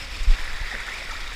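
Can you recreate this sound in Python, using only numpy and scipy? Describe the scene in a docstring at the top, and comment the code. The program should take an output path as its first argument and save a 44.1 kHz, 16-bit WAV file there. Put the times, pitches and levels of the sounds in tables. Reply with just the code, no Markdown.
"""Water gushes from a pipe down an open plastic slide, heard from a camera carried by a rider.
First spray and fizz from the inlet: random drop clicks, ringing bubbles and noise, over filtered-noise air rumble.
Swept-sine jolts shake the camera, with one deep thump early on; then, as it turns down the chute,
the stream comes forward: a cloud of ringing bubbles, with close plops, small splashes and gurgles,
and a churn of like bubbles that swells and fades."""
import sys
import numpy as np
from scipy import signal
from scipy.fft import rfft, irfft, next_fast_len
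from scipy.io import wavfile

SR = 44100
rng = np.random.default_rng(int(sys.argv[2]) if len(sys.argv) > 2 else 0)


def digitize_waveform(pressure):
    """Quantize a signal to 16-bit integers and store it at the path in sys.argv[1].

    Rows of a 2-D input are taken as channels; values are limited to [-1, 1].
    """
    field = np.atleast_2d(pressure).T
    bounded = np.clip(field, -1, 1)
    quanta = np.round(bounded * 32767).astype(np.int16)
    wavfile.write(sys.argv[1], SR, quanta)


N = 59535


def undb(db):
    """Decibels to gain."""
    return 10 ** (np.asarray(db) / 20)


def unit(x):
    """Scale to rms 1."""
    return x / np.sqrt(np.mean(x ** 2))


def curve(rows):
    """Gain over time from (time [s], level [dB]) rows."""
    time_s, level_db = np.array(rows).T
    return undb(np.interp(np.arange(N) / SR, time_s, level_db))


def colour(x, rows):
    """Minimum-phase filter through (frequency [Hz], gain [dB]) rows; output rms 1."""
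    hz, db = np.array(rows).T
    size = 2 * next_fast_len(N)
    bin_hz = np.maximum(np.arange(size // 2 + 1) * SR / size, 1)
    log_gain = np.log(undb(np.interp(np.log(bin_hz), np.log(hz), db)))
    # fold the cepstrum onto positive time: causal response
    cepstrum = irfft(log_gain)
    cepstrum[1:size // 2] *= 2
    cepstrum[size // 2 + 1:] = 0
    response = np.exp(rfft(cepstrum))
    return unit(irfft(rfft(x, size) * response)[:N])


def scaled(rows, centre_hz):
    """Spectrum rows with frequency multiples turned into Hz."""
    return [(multiple * centre_hz, db) for multiple, db in rows]


def walk(rate_hz):
    """Random line through `rate_hz` new values a second; rms 1."""
    return unit(np.interp(np.arange(N) / SR * rate_hz, np.arange(N), rng.standard_normal(N)))


def burst(start_s, length_s):
    """Envelope from `start_s`, peaking at 1 after half of `length_s`, then dying away."""
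    u = np.maximum(np.arange(N) / SR - start_s, 0) / (length_s / 2)
    return u ** 2 * np.exp(2 * (1 - u))


def sizes(chance, spread_db):
    """Grain gains from uniform chance: many small, a few large."""
    return undb(-spread_db * np.log(np.maximum(chance, .02)))


def bubbles(rate_per_s, lo_hz, hi_hz, cycles, spread_db, glide=0.0046):
    """Cloud of decaying rings, each rising in pitch; roughly even in energy over frequency."""
    out = np.zeros(N)
    for when, pitch, size in rng.random((int(rate_per_s * N / SR), 3)):
        hz = lo_hz + (hi_hz - lo_hz) * pitch ** 2
        i = int(when * N)
        length = min(int(np.log(100) * cycles * SR / hz), N - i)  # down to -40 dB
        turns = np.arange(length) * hz / SR
        ring = np.exp(-turns / cycles) * np.sin(2 * np.pi * turns * (1 + glide * turns / cycles))
        out[i:i + length] += hz ** .75 * sizes(size, spread_db) * ring
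    return unit(out)


# inlet spray filter: (frequency [Hz], gain [dB])
GUSH_SPECTRUM = [(88, -47), (150, -9), (257, -2), (343, -7), (535, -1.5), (601, -7), (728, -9), (818, -12),
                 (991, -3), (1670, -8.5), (2450, 1.5), (3150, -4.5), (3600, -2), (4050, -8), (5300, -2.5),
                 (6060, -16.5), (7640, -13.5), (9270, -21), (15000, -31)]
# inlet spray: (time [s], level [dB])
GUSH_LEVEL = [(0, -35), (.06, -40.5), (.15, -36.5), (.28, -38.5), (.335, -36.5), (.38, -39), (.55, -41),
              (.75, -41), (1.0, -40.5), (1.35, -41.5)]
DROPS_PER_S, DROP_SPREAD_DB = 6000, 2.5
FIZZ_DB, GUSH_WASH_DB = -4, -3.5  # relative to drops
GUSH_FLUTTER_DB = 1.0  # rms


def gush():
    """The jet breaks into drops that patter on the plastic, with fizz and a wash of spray."""
    hit, size = rng.random((2, N))
    signs = rng.choice([-1, 1], N)
    drops = unit((hit < DROPS_PER_S / SR) * sizes(size, DROP_SPREAD_DB) * signs)
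    fizz = bubbles(5000, lo_hz=1505.0, hi_hz=14155, cycles=16.7, spread_db=3.5)
    wash = rng.standard_normal(N)
    spray = drops + undb(FIZZ_DB) * fizz + undb(GUSH_WASH_DB) * wash
    flutter = undb(GUSH_FLUTTER_DB * walk(60.47))
    return colour(spray, GUSH_SPECTRUM) * curve(GUSH_LEVEL) * flutter


# chute stream filter: (frequency [Hz], gain [dB])
STREAM_SPECTRUM = [(150, -18), (300, -22.5), (500, -17), (750, -12), (1100, -9), (1400, -4.5), (1600, -8.5),
                   (1880, -0.5), (2080, -4.5), (2350, -5), (2850, -22), (3400, -10.5), (3900, -8.5),
                   (4250, -21.5), (4650, -11.5), (5300, -35), (5900, -21), (7200, -22), (8500, -32),
                   (9600, -27), (11500, -37), (15000, -28)]
# chute stream: (time [s], level [dB])
STREAM_LEVEL = [(0, -42.5), (.26, -44), (.33, -36.5), (.42, -37.5), (.52, -37.5), (.6, -37), (.73, -37),
                (.78, -37), (.81, -34.5), (.845, -40.5), (.88, -35.5), (.98, -37.5), (1.07, -39),
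                (1.125, -34.5), (1.18, -38), (1.22, -37), (1.35, -39.5)]
BUBBLES_PER_S, BUBBLE_SPREAD_DB, BUBBLE_CYCLES = 4500, 1, 5.8
STREAM_WASH_DB = -7  # relative to bubbles
STREAM_FLUTTER_DB = 0.18  # rms


def stream():
    """Water tumbles down the chute and folds air into ringing bubbles, over a noise wash."""
    cloud = bubbles(BUBBLES_PER_S, lo_hz=350.8, hi_hz=13165, cycles=BUBBLE_CYCLES,
                    spread_db=BUBBLE_SPREAD_DB)
    water = cloud + undb(STREAM_WASH_DB) * rng.standard_normal(N)
    flutter = undb(STREAM_FLUTTER_DB * walk(51.1))
    return colour(water, STREAM_SPECTRUM) * curve(STREAM_LEVEL) * flutter


# close bubbles: (start [s], starting pitch [Hz], envelope peak [dB], decay [s])
PLOPS = [(.3165, 2420, -27, 0.00099), (.3378, 2580, -25.5, 0.0012), (.3869, 1700, -25.5, .002),
         (.452, 1310, -30.5, 0.0025), (.4768, 1930, -24, 0.0012), (.499, 1606, -30.5, 0.0039),
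         (.523, 1750, -33, 0.0018), (.5312, 1960, -26, 0.0013), (.553, 1730, -32, 0.002),
         (.673, 1900, -33, .0025), (.6925, 1990, -31, 0.0024), (0.7138, 1800, -24.5, 0.0026),
         (.7368, 1900, -28, 0.00089), (.7509, 1770, -16.5, .0011), (.778, 1820, -35, 0.0014),
         (.8018, 2110, -26.5, 0.0012), (.811, 1390, -31, 0.0051), (.852, 1890, -31.5, 0.0028),
         (.8805, 1430, -25, 0.0024), (.8875, 1780, -25, 0.0019), (.938, 2160, -28.5, .0035),
         (.961, 2300, -30, 0.0019), (.9828, 2430, -29, 0.002), (1.0, 2160, -31, 0.0018),
         (1.015, 580, -36, 0.0053), (1.151, 1310, -33.5, 0.0031)]
PLOP_RISE_SHARE = .6  # rise time / decay time
PLOP_CHIRP_PER_S = 6  # phase stretch; pitch rises at twice this rate


def plops():
    """Single bubbles near the microphone ring for a few cycles; longer rings swell more slowly."""
    out = np.zeros(N)
    for start_s, hz, db, decay_s in PLOPS:
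        age = np.maximum(np.arange(N) / SR - start_s, 0)
        swell = 1 - np.exp(-(age / (PLOP_RISE_SHARE * decay_s)) ** 2)
        env = swell * np.exp(-age / decay_s)
        ring = np.sin(2 * np.pi * hz * age * (1 + PLOP_CHIRP_PER_S * age))
        out += undb(db) * env / env.max() * ring
    return out


# churning water beside the camera: (time [s], centre [Hz], level [dB])
CHURN = [(0.299, 1803, -56), (.39, 1755, -49), (.49, 1800, -59), (.54, 1834, -45), (.585, 1916, -46),
         (.63, 1862, -41.5), (.70, 1937, -39), (0.749, 1865, -36), (0.799, 1955, -40), (.89, 1819, -43),
         (.939, 2181, -41.5), (1.02, 2247, -41), (1.07, 2074, -48), (1.139, 1648, -54), (1.229, 2110, -52),
         (1.35, 1917, -48)]
CHURN_WIDTH_HZ, CHURN_PER_S = 400, 450
CHURN_WANDER, CHURN_WANDER_HZ = .04, 45  # rms share of pitch, new values a second


def churn():
    """A crowd of bubbles of like size rings together; pitch wanders as the flow changes."""
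    time_s, centre_hz, level_db = np.array(CHURN).T
    hit, angle = rng.random((2, N))
    births = (hit < CHURN_PER_S / SR) * np.exp(2j * np.pi * angle)
    # low-pass at half width, then shift up to the centre pitch
    lowpass = signal.butter(2, CHURN_WIDTH_HZ / 2, fs=SR, output="sos")
    rings = signal.sosfilt(lowpass, births)
    pitch_hz = np.interp(np.arange(N) / SR, time_s, centre_hz)
    pitch_hz = pitch_hz * (1 + CHURN_WANDER * walk(CHURN_WANDER_HZ))
    carrier = np.exp(2j * np.pi * np.cumsum(pitch_hz) / SR)
    return unit(np.real(rings * carrier)) * curve(list(zip(time_s, level_db)))


# small splashes: (start [s], length [s], brightest frequency [Hz], level [dB])
SPLASHES = [(0.23, .01, 7200, -43), (0.335, 0.014, 2800, -40), (0.439, 0.014, 8600, -46.5),
            (.527, .01, 7850, -46.5), (.799, 0.012, 7600, -47), (0.863, 0.0073, 7500, -45),
            (0.928, .02, 7800, -46.5), (0.967, 0.039, 3870, -40), (1.05, .0045, 4300, -35),
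            (1.089, 0.0087, 8300, -48), (1.107, 0.011, 5170, -40), (1.2, .017, 4530, -41.5),
            (1.276, 0.0033, 3500, -30.5), (1.324, .02, 7700, -47)]
# splash filter: (multiple of brightest frequency [1], gain [dB])
SPLASH_SPECTRUM = [(.1, -6.5), (.35, -8.5), (.7, -8.5), (1.0, 0), (1.25, -8.5), (1.5, -17), (2.0, -17),
                   (2.8, -30), (4.0, -34)]


def splashes():
    """Brief showers of fine droplets: filtered noise of uneven grain size."""
    out = np.zeros(N)
    for start_s, length_s, hz, db in SPLASHES:
        droplets = rng.standard_normal(N) * undb(2 * rng.standard_normal(N))
        out += undb(db) * burst(start_s, length_s) * colour(droplets, scaled(SPLASH_SPECTRUM, hz))
    return out


# gurgles of pushed water: (start [s], length [s], centre [Hz], level [dB])
GURGLES = [(.719, 0.013, 794, -41.5), (0.731, 0.02, 226, -44.5), (0.736, 0.03, 507, -43),
           (0.874, .018, 1000, -42), (1.086, 0.01, 790, -40.5), (1.11, 0.02, 1300, -43),
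           (1.314, 0.013, 794, -42.5)]
# gurgle filter: (multiple of centre [1], gain [dB])
GURGLE_SPECTRUM = [(.1, -45), (.4, -21), (.75, -3.5), (1.0, 6), (1.35, -9.5), (2.6, -18), (8.0, -70)]


def gurgles():
    """Larger pockets of air churn briefly in the stream: bursts of band noise."""
    out = np.zeros(N)
    for start_s, length_s, hz, db in GURGLES:
        noise = rng.standard_normal(N)
        out += undb(db) * burst(start_s, length_s) * colour(noise, scaled(GURGLE_SPECTRUM, hz))
    return out


# camera jolts: (start [s], length [s], starting pitch [Hz], envelope peak [dB])
JOLTS = [(0.01, 0.029, 43.3, -33), (0.106, 0.033, 37.84, -27), (.203, 0.056, 29.2, -16.5),
         (0.2705, 0.09, 36.1, -6), (0.395, 0.082, 23.3, -20.5), (0.514, 0.066, 25.5, -21.5),
         (0.603, 0.081, 37.8, -20.5), (0.697, 0.092, 32.3, -29), (0.797, .034, 29.5, -30.5),
         (1.073, 0.15, 23.76, -28.5), (1.211, 0.083, 24.73, -25)]
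JOLT_SAG = 0.305  # pitch falls by twice this share
JOLT_SKEW, JOLT_ROUND = 0.67, 1.28  # envelope exponents: early peak, soft ends


def jolts():
    """Each jolt is a deep swing of pressure that slows as it ends."""
    t = np.arange(N) / SR
    out = np.zeros(N)
    for start_s, length_s, hz, db in JOLTS:
        u = np.clip((t - start_s) / length_s, 0, 1)
        env = np.abs(np.sin(np.pi * u ** JOLT_SKEW)) ** JOLT_ROUND
        out += undb(db) * env * np.sin(2 * np.pi * hz * length_s * u * (1 - JOLT_SAG * u))
    return out


# soft bumps on the housing: (start [s], envelope peak [dB])
BUMPS = [(0.018, -31.5), (0.171, -33), (0.274, -23.5), (0.304, -28), (0.481, -35), (0.553, -37.5),
         (0.608, -27.5)]
BUMP_HZ, BUMP_S = 63.7, 0.014


def bumps():
    """The housing is bumped: short low sine bursts."""
    t = np.arange(N) / SR
    out = np.zeros(N)
    for start_s, db in BUMPS:
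        out += undb(db) * burst(start_s, BUMP_S) * np.sin(2 * np.pi * BUMP_HZ * (t - start_s))
    return out


# dull rubbing of the housing: (start [s], length [s], level [dB])
RUBS = [(.272, .046, -40), (.606, .012, -37.5)]
# rub filter: (frequency [Hz], gain [dB])
RUB_SPECTRUM = [(60, 1), (130, 1.5), (250, -3), (400, -19.5), (900, -29), (4000, -83)]


def rubs():
    """The housing rubs during two jolts: bursts of dull noise."""
    envelope = sum(undb(db) * burst(start_s, length_s) for start_s, length_s, db in RUBS)
    return colour(rng.standard_normal(N), RUB_SPECTRUM) * envelope


# air rumble filter: (frequency [Hz], gain [dB])
AIR_SPECTRUM = [(8, -8.5), (20, 2), (35, 1.5), (60, -8), (90, -18), (140, -25.5), (200, -28), (300, -38),
                (600, -66.5)]
# air rumble: (time [s], level [dB])
AIR_LEVEL = [(0, -35), (.5, -36), (.75, -37.5), (.95, -39), (1.35, -36)]


def air():
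    """Air rumbles on the microphone: low-frequency noise."""
    return curve(AIR_LEVEL) * colour(rng.standard_normal(N), AIR_SPECTRUM)


def scene():
    """Water all around a jostled camera, mono."""
    water = gush() + stream() + plops() + churn() + splashes() + gurgles()
    handling = jolts() + bumps() + rubs()
    return (water + handling + air())[None]


TOP_HZ = 15300


def record(dry):
    """The camera cuts the top of the treble: steep elliptic low-pass."""
    return signal.sosfilt(signal.ellip(10, .2, 80, TOP_HZ, fs=SR, output="sos"), dry)


dry = scene()
out = record(dry)
digitize_waveform(out)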